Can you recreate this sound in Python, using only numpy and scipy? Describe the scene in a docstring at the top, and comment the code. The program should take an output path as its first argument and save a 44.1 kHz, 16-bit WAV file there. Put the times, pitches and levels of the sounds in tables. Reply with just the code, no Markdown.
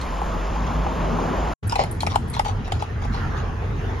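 """Overtaking a carriage horse

Stereo microphones in a moving car, window open: tyre and wind noise over a booming cabin, horses far ahead.
After a short silent break the car passes a trotting horse, close on the left: hollow hooves clop, iron shoes
clink and scuff on grit, harness buckles jingle. As the horse drops behind, the car knocks over a road seam
and tyre noise swells once more."""
import sys
import numpy as np
from scipy import signal
from scipy.fft import rfft, irfft, next_fast_len
from scipy.io import wavfile
from scipy.ndimage import uniform_filter1d, map_coordinates

SR = 44100
rng = np.random.default_rng(int(sys.argv[2]) if len(sys.argv) > 2 else 0)


def to_wav(s):
    """Save 16-bit WAV."""
    ch = np.atleast_2d(s).T  # columns
    pcm = np.round(np.clip(ch, -1, 1) * 32767)  # PCM
    wavfile.write(sys.argv[1], SR, pcm.astype(np.int16))


N = 176400

LEFT_RIGHT = np.array([[1], [-1]])
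IRON_KNOTS_PER_S = 920  # how fast the phase of a ringing shoe wanders
# wind rumble at the two microphones: (frequency [Hz], likeness [0-1])
RUMBLE_ALIKE = [(60, 1), (250, 0.73)]


def amp(db):
    """Decibels to gain."""
    return 10 ** (np.asarray(db) / 20)


def unit(x):
    """Scale to rms 1."""
    return x / np.sqrt(np.mean(x ** 2) + 1e-20)


def along(points, hz):
    """Read (frequency [Hz], value) points on a log axis."""
    f, v = np.transpose(points)
    return np.interp(np.log(hz + 1), np.log(f + 1), v)


def curve(rows):
    """Read (time [s], value) points at every sample."""
    return np.interp(np.arange(N) / SR, *np.transpose(rows))


def wobble(rate):
    """A smooth random curve, rate knots a second."""
    return map_coordinates(rng.standard_normal(int(N * rate / SR) + 4), [np.arange(N) * rate / SR])


def wander(t, rate):
    """Random drift over the times t, straight between rate knots a second."""
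    return map_coordinates(rng.standard_normal(len(t)), [t * rate], order=1)


def filtered(x, response):
    """Filter x by a complex response of frequency."""
    m = next_fast_len(N + SR // 2)
    return irfft(rfft(x, m) * response(np.fft.rfftfreq(m, 1 / SR)), m)[..., :N]


def add(track, s, sound):
    """Mix a sound into a track at time s."""
    part = track[..., max(round(s * SR), 0):][..., :sound.shape[-1]]
    part += sound[..., :part.shape[-1]]


def lead(x, phases):
    """Turn left against right by a phase that depends on frequency."""
    return filtered(x, lambda hz: np.exp(.5j * along(phases, hz) * LEFT_RIGHT))


def rush(colour, alike, patchy_db):
    """Stereo noise of rms 1 with patches of random gain."""
    z = signal.stft(rng.standard_normal((2, N)), nperseg=512)[2]
    patches = uniform_filter1d(rng.standard_normal(z.shape[1:]), size=5, axis=0)
    patches = uniform_filter1d(patches, size=10, axis=1)
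    pair = signal.istft(z * amp(patchy_db * unit(patches)), nperseg=512)[1][:, :N]
    turn = lambda hz: np.arccos(np.clip(along(alike, hz), -1, 1)) / 2
    mid, side = filtered(pair, lambda hz: amp(along(colour, hz)) * [np.cos(turn(hz)), np.sin(turn(hz))])
    return unit(np.array([mid + side, mid - side]))


def boom(hz, width_hz, evenness):
    """A cabin resonance driven by turbulence; evenness 0-1 steadies its level."""
    resonance = lambda f: 1 / (1 + ((f - hz) / width_hz) ** 2) * f / (f + hz)
    mid, side = signal.hilbert(filtered(rng.standard_normal((2, N)), resonance))
    steadied = mid.real / np.abs(mid) ** np.clip(evenness, 0, .9)
    return unit(steadied) + amp(-20.5) * unit(side.real) * LEFT_RIGHT


def car_behind():
    """Far behind the carriages: tyres, traffic roar, wind hiss and rumble at the window, cabin boom."""
    # the course of each noise: (time [s], level [dB])
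    road_db = [(0, -30), (.15, -33.5), (.45, -31), (.75, -31), (1.05, -30), (1.3, -29.5), (1.52, -29)]
    roar_db = [(0, -51), (.6, -40), (.85, -37.5), (1.05, -33.5), (1.3, -30), (1.52, -36)]
    hiss_db = [(0, -45), (.5, -47.5), (1.52, -46.5)]
    rumble_db = [(0, -35), (.3, -32.5), (.5, -36.5), (.62, -29), (.8, -31.5), (.93, -30.5), (1.05, -28.5),
                 (1.25, -30), (1.52, -35)]
    boom_db = [(0, -29), (.668, -24.5), (.714, -33), (.786, -20.5), (.965, -32.5), (1.028, -23.5),
               (1.35, -34.5), (1.392, -23), (1.52, -28.5)]
    # their spectra: (frequency [Hz], density [dB])
    road_colour = [(150, -26), (320, -3.5), (500, -2), (700, -1), (1030, 1.5), (1500, -9), (2200, -15.5),
                   (3100, -18.5), (4200, -28.5), (7000, -27.5), (9500, -57), (11500, -39)]
    roar_colour = [(100, -20), (220, 0.5), (600, 2.5), (800, -6), (1400, -33), (3000, -71)]
    hiss_colour = [(800, -30), (2800, 0.5), (5000, -2.5), (7000, -3.5), (9000, -9), (11200, -1.5)]
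    rumble_colour = [(30, -45.5), (70, 3.5), (100, 1), (130, -5), (160, 5), (190, -3), (240, 2.5),
                     (330, -11), (600, -48)]
    # outside noise at the two microphones: (frequency [Hz], likeness [0-1])
    alike = [(200, 0.95), (900, 0.72), (1400, 0.49), (2200, 1), (4000, 1), (11000, 0.85)]
    road = amp(curve(road_db) + 0.8 + 0.54 * wobble(13.9)) * rush(road_colour, alike, patchy_db=1)
    roar = amp(curve(roar_db)) * rush(roar_colour, alike, patchy_db=-1.5)
    hiss = amp(curve(hiss_db)) * rush(hiss_colour, alike, patchy_db=2.5)
    drone = amp(-6) * boom(hz=164.0, width_hz=22, evenness=0.36)
    rumble = amp(curve(rumble_db)) * (rush(rumble_colour, RUMBLE_ALIKE, patchy_db=2.0) + drone)
    low = amp(curve(boom_db)) * boom(hz=48.44, width_hz=7.3, evenness=1.0)
    return road + roar + hiss + rumble + low


def clinks():
    """An iron shoe meets the road and rings briefly; the point of contact picks an extra ring."""
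    # shoe strikes: (time [s], level [dB], t60 [s], contact ring [Hz])
    strikes = [(.012, -32, 0.088, 4230), (1.696, -19.5, 0.023, 5070), (1.722, -22.5, .025, 5300),
               (1.758, -21, 0.032, 4050), (2.0059, -15.5, 0.022, 4200), (2.0658, -16, 0.014, 2380),
               (2.0665, -18.5, 0.015, 5350), (2.1574, -13.5, 0.012, 3000), (2.1588, -26, 0.033, 7800),
               (2.338, -26.5, 0.048, 4160), (2.3944, -17, 0.011, 5100), (2.483, -23, .012, 3560),
               (2.7213, -21, 0.013, 4860), (2.7255, -24, 0.015, 7120)]
    # modes of the shoe: (frequency [Hz], level [dB])
    shoe = [(2450, -7), (3900, -6), (5250, -13), (6600, -16), (7900, 3)]
    out, t = np.zeros(N), np.arange(SR // 6) / SR
    tone = lambda hz: np.sin(2 * np.pi * hz * t + 0.8 * wander(t, IRON_KNOTS_PER_S))
    attack = 1 - np.exp(-t / 0.00039)
    for s, db, t60, contact_hz in strikes:
        ring = sum(amp(level) * tone(hz * rng.normal(1, 0.012)) for hz, level in shoe)
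        contact = amp(-3) * tone(contact_hz)
        grit = amp(-8.5) * rng.standard_normal(len(t))
        add(out, s, amp(db - 60 * t / t60) * (.5 * ring + contact + grit) * attack)
    return out


def clops():
    """Each blow rings the hollow hoof while it presses down, with a short click and crack of the shoe."""
    # hoof blows: (time [s], level [dB], pitch [Hz], hold [s], t60 [s], click over clop [dB], crack [Hz])
    blows = [(.217, -17.5, 820, 0.0038, 0.021, -19.5, 2420), (.558, -23.5, 840, 0.0032, 0.026, -19.5, 2420),
             (.865, -18.5, 822, 0.005, .028, -25, 2420), (1.186, -22, 850, 0.0046, 0.022, -20.5, 2440),
             (1.7235, -18.5, 940, .009, .02, -11, 5240), (1.7565, -18.5, 800, 0.0062, 0.041, -2, 2010),
             (1.7935, -9.5, 800, 0.0023, 0.036, -16.5, 2100), (1.813, -14.5, 783, 0.0018, .05, -20, 2400),
             (1.838, -20, 750, 0.0019, .035, -5, 2130), (2.0325, -14, 860, 0.0019, 0.0078, -18, 1480),
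             (2.0712, -14.5, 800, 0.0016, 0.018, -5, 2370), (2.1592, -6, 882, 0.0023, 0.015, -16.5, 3010),
             (2.367, -19, 962, 0.0018, .049, -14, 2700), (2.3954, -11.5, 830, 0.0052, 0.012, -5.5, 2000),
             (2.45, -24, 850, .002, .035, -4.5, 3120), (2.46, -20, 832, .003, 0.074, -13, 3250),
             (2.488, -22, 800, 0.0036, 0.045, -15, 2920), (2.679, -27.5, 740, 0.0025, .02, -5.5, 1970),
             (2.7215, -18, 777, 0.004, 0.021, -3.5, 3020), (2.824, -16.5, 832, 0.0008, 0.044, -14, 3400),
             (3.024, -26, 810, 0.0013, 0.022, -16, 2430), (3.05, -28, 820, .003, 0.07, -6, 2400),
             (3.144, -27.5, 800, .003, 0.085, -12, 2390), (3.379, -35, 800, 0.0018, .015, -7, 2980)]
    # modes of the hollow hoof: (multiple of pitch, level [dB], share of t60)
    hoof = [(1, 2, 0.75), (.6, -16, 0.94), (.84, -15, 0.89), (1.13, -7.5, 0.97), (1.44, -13, 0.68),
            (2.6, -42.5, 0.41)]
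    # iron on asphalt: (frequency [Hz], density [dB])
    click_colour = [(300, -11), (650, 4.5), (1150, 10.5), (1600, 4), (2100, 8.5), (2700, 4.5), (3500, -0.5),
                    (5000, -3.5), (6500, -13), (8000, 4), (11500, -8.5)]
    crack_t60_s, click_t60_s = 0.038, 0.027
    ring, clicks, t = np.zeros(N), np.zeros(N), np.arange(SR // 8) / SR
    attack = 1 - np.exp(-t / 0.00068)
    scatter = rng.standard_normal((len(blows), len(hoof), 2))
    for (s, db, hz, hold, t60, click_db, crack_hz), chance in zip(blows, scatter):
        rock = 0.37 * wander(t, 400)  # the phase drifts as the hoof rocks
        fall_db = 60 * np.maximum(t - hold, 0) / t60
        modes = 0
        for (k, level, share), draw in zip(hoof, chance):
            louder, sharper = draw * (k != 1)  # the main mode keeps its level and pitch
            phase = 2 * np.pi * hz * k * (1 + 0.034 * sharper) * t + k * rock
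            modes += amp(level + 2 * louder - fall_db / share) * np.sin(phase)
        crack_phase = 2 * np.pi * crack_hz * t + 0.77 * wander(t, IRON_KNOTS_PER_S)
        crack = amp(click_db - 4.5 - 60 * t / crack_t60_s) * np.sin(crack_phase)
        add(ring, s, amp(db) * (modes + crack) * attack)
        add(clicks, s - .0005, amp(db + click_db - 60 * t / click_t60_s))
    return ring + clicks * rush(click_colour, [(1000, 0.37)], patchy_db=3.5)


def scuffs():
    """Grit crunches under a sliding hoof."""
    # hooves sliding and lifting: (time [s], length [s], level [dB])
    slides = [(0.666, 0.016, -36), (1.704, 0.082, -35.5), (2.005, 0.053, -35), (2.096, 0.077, -31.5),
              (2.33, 0.1, -35), (2.445, 0.093, -33), (2.642, 0.063, -41.5), (2.708, 0.12, -43.5),
              (2.792, 0.074, -39), (3.016, 0.069, -41.5), (3.123, 0.11, -38), (3.366, .06, -36.5)]
    # crunching grit: (frequency [Hz], density [dB])
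    grit_colour = [(300, -8), (600, 2.5), (1050, 11.5), (1580, -1), (2050, -0.5), (3000, 1), (4500, -4),
                   (6000, -6.5), (8000, -15), (11500, -18.5)]
    pressure = np.zeros(N)
    for s, length, db in slides:
        progress = np.linspace(0, 1, int(length * SR))
        add(pressure, s, amp(db) * np.abs(np.sin(np.pi * progress ** 0.49)))
    return pressure * unit(amp(2.9 * wobble(450)) * rush(grit_colour, [(1000, 0.48)], patchy_db=4.5))


def car_beside():
    """Alongside the horse: less road noise, wind at the window and a higher throb in the cabin."""
    # the course of each noise: (time [s], level [dB])
    road_db = [(1.63, -37.5), (1.95, -38.5), (2.25, -39), (2.6, -38.5), (2.95, -37), (3.3, -33), (3.6, -37),
               (3.8, -35), (4, -35)]
    rumble_db = [(1.63, -35), (2.05, -33.5), (2.35, -33), (2.7, -37), (3, -36), (3.2, -32.5), (3.6, -36),
                 (4, -33.5)]
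    boom_db = [(1.63, -41), (1.8, -30), (2, -36), (2.4, -33), (2.62, -27), (2.75, -38), (2.98, -34),
               (3.07, -27), (3.3, -31), (4, -32.5)]
    throb_db = [(1.63, -29.5), (1.68, -23.5), (1.75, -35.5), (1.81, -32), (2.24, -26.5), (2.44, -37.5),
                (2.52, -24.5), (2.69, -40), (2.75, -19), (2.86, -36), (2.89, -29), (4, -27.5)]
    # spectra of tyres and wind: (frequency [Hz], density [dB])
    road_colour = [(150, -8.5), (320, 1.5), (440, 5.5), (540, -3.5), (780, 0.5), (1200, -3), (1600, -6.5),
                   (1900, -8), (2300, -13), (3200, -17), (4500, -25.5), (6500, -27.5), (9000, -50),
                   (11500, -31)]
    rumble_colour = [(60, -11.5), (130, 3), (180, -4.5), (240, -4), (320, -18), (600, -44)]
    # road noise at the two microphones: (frequency [Hz], likeness [0-1])
    alike = [(200, 1), (500, 0.66), (900, 0.15), (2000, 0.11), (5000, 0.46), (8000, 0.7)]
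    road = amp(curve(road_db) + 0.86 * wobble(11)) * rush(road_colour, alike, patchy_db=2.5)
    gusts = amp(curve(rumble_db) + 1.0 + 0.44 * wobble(16))
    rumble = gusts * rush(rumble_colour, RUMBLE_ALIKE, patchy_db=2.5)
    low = amp(curve(boom_db) - 0.5) * boom(hz=45.8, width_hz=10.6, evenness=0.44)
    throb = amp(curve(throb_db) - 0.14) * boom(hz=88.8, width_hz=16.4, evenness=0.53)
    return road + rumble + low + throb


def jingles():
    """Small buckles on the harness ring as the horse moves, close to the window."""
    # shakes of the harness: (time [s], level [dB])
    shakes = [(1.671, -29.5), (1.912, -32), (2.02, -33), (2.276, -40.5), (2.3, -33.5)]
    # modes of a buckle: (frequency [Hz], level [dB])
    buckle = [(8300, 1), (9300, 6.5), (10400, -10), (11500, -2.5)]
    t60_s, rattle_share = 0.086, 0.66
    out, t = np.zeros(N), np.arange(SR // 8) / SR
    attack = 1 - np.exp(-t / 0.001)
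    for s, db in shakes:
        ring = sum(amp(level) * np.sin(2 * np.pi * hz * rng.normal(1, 0.0082) * t) for hz, level in buckle)
        add(out, s, amp(db - 60 * t / t60_s) * unit(ring) * attack)
    return out * amp(4.2 * wobble(500) + 5.0) * (1 - rattle_share + rattle_share * wobble(1700))


def skid():
    """The nearest shoe chatters along the asphalt and shakes the resonances of hoof and iron."""
    # the slide under load: (time [s], level [dB])
    slide = [(1.77, -57), (1.786, -28.5), (1.797, -21), (1.815, -24), (1.838, -30.5), (1.88, -51)]
    # resonances of hoof and iron: (frequency [Hz], width [Hz], level [dB])
    modes = [(570, 91, -0.5), (785, 200, 3), (1114, 70, -4), (2120, 380, -9.5), (3000, 610, -16),
             (4250, 600, -14.5), (5170, 480, -17.5), (7000, 1300, -24.5)]
    chatter = amp(3 * wobble(450)) * rush([(1000, 0)], [(1000, 0.68)], patchy_db=0)
    body = lambda f: sum(amp(db) / (1 + ((f - hz) / width) ** 2) ** 2 for hz, width, db in modes)
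    t = np.arange(N) / SR
    sliding = (t > slide[0][0]) * (t < slide[-1][0])
    return amp(curve(slide)) * sliding * unit(filtered(chatter, body))


def bump(at_s=3.104, db=-13, hz=206, t60_s=0.039):
    """One dull knock of the suspension as the car rides over a seam."""
    out, t = np.zeros(N), np.arange(SR // 6) / SR
    attack = 1 - np.exp(-t / 0.0041)
    add(out, at_s, amp(db - 60 * t / t60_s) * np.sin(2 * np.pi * hz * t) * attack)
    return out


def swell(peak_s=3.33, width_s=0.18, centre_hz=1275, octaves_per_s=-1.2):
    """A band of tyre noise goes by, right of centre: it rises, sinks in pitch and fades."""
    t = np.arange(N) / SR - peak_s
    hz = centre_hz * 2 ** (octaves_per_s * np.clip(t, -.5, .5))
    band = rush([(20, 11), (200, -2.5), (450, 2), (900, -19), (2500, -61)], [(1000, 0.45)], patchy_db=1.5)
    noise = unit(band * np.cos(2 * np.pi * np.cumsum(hz) / SR))
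    return noise * amp(-36 - 2.1 * LEFT_RIGHT) / (1 + (t / width_s) ** 2)


def cabin(x):
    """Short reflections from the car's interior around the microphones."""
    # the cabin's decay: (frequency [Hz], t60 [s])
    decay = [(200, 0.1), (900, 0.11), (3000, 0.11), (10000, 0.2)]
    hz, t, z = signal.stft(rng.standard_normal((2, SR // 4)), SR, nperseg=256)
    tail = signal.istft(z * amp(-60 * t / along(decay, hz)[:, None]), SR, nperseg=256)[1]
    tail = np.pad(tail / np.linalg.norm(tail[0]), ((0, 0), (SR // 400, 0)))
    return signal.fftconvolve(x, tail, axes=1)[:, :N]


def scene():
    """From inside the car: the horses far ahead, a silent break, then one close on the left."""
    # the horse's place between the microphones: (time [s], left over right [dB])
    pan = [(1.2, 0.5), (1.75, .5), (2.15, 2.5), (2.75, 1)]
    # sound arriving from the side: (frequency [Hz], left phase lead [rad])
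    sideways = [(300, -1), (850, 0.53), (1700, 2.5), (2300, 1), (3500, 1.5), (8000, 1.5)]
    break_start_s, break_end_s, fade_s = 1.538, 1.627, .004
    t = np.arange(N) / SR
    before, after = np.clip([(break_start_s - t) / fade_s, (t - break_end_s) / fade_s], 0, 1)
    horse = (clops() + clinks() + scuffs() + skid() + jingles()) * amp(curve(pan) * LEFT_RIGHT / 2)
    horse = horse + amp(-7.5) * cabin(horse)
    behind = car_behind() + horse
    beside = car_beside() + bump() + swell() + lead(horse, sideways)
    return before * behind + after * beside


def record(dry):
    """The microphone pair shifts phase and level between the sides and keeps nothing above its band."""
    # phase between the microphones: (frequency [Hz], left lead [rad])
    phases = [(150, 0), (600, 0.95), (1080, 1), (1600, 0), (5300, 0), (5850, -1.8), (6500, -8), (7200, 2),
              (7600, -6), (9900, -15.5), (11000, -5), (12000, -8)]
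    # what both share, cancelling near 9 kHz: (frequency [Hz], gain [dB])
    shared = [(7200, 0.5), (8000, -24.5), (9700, -25), (10700, -5), (12000, -8)]
    # balance of the pair: (frequency [Hz], left over right [dB])
    balance = [(120, -0.6), (350, 1), (700, 2), (1400, -0.5), (5000, 0.5), (9000, -2), (11500, 0.5)]
    top_hz = 11900
    pair = lead(dry, phases)
    mid = pair.mean(axis=0)
    pair = pair - mid + filtered(mid, lambda hz: amp(along(shared, hz)))
    pair = filtered(pair, lambda hz: amp(along(balance, hz) * LEFT_RIGHT / 2))
    return filtered(pair, lambda hz: 1 / (1 + (hz / top_hz) ** 80))


dry = scene()
out = record(dry)
to_wav(out)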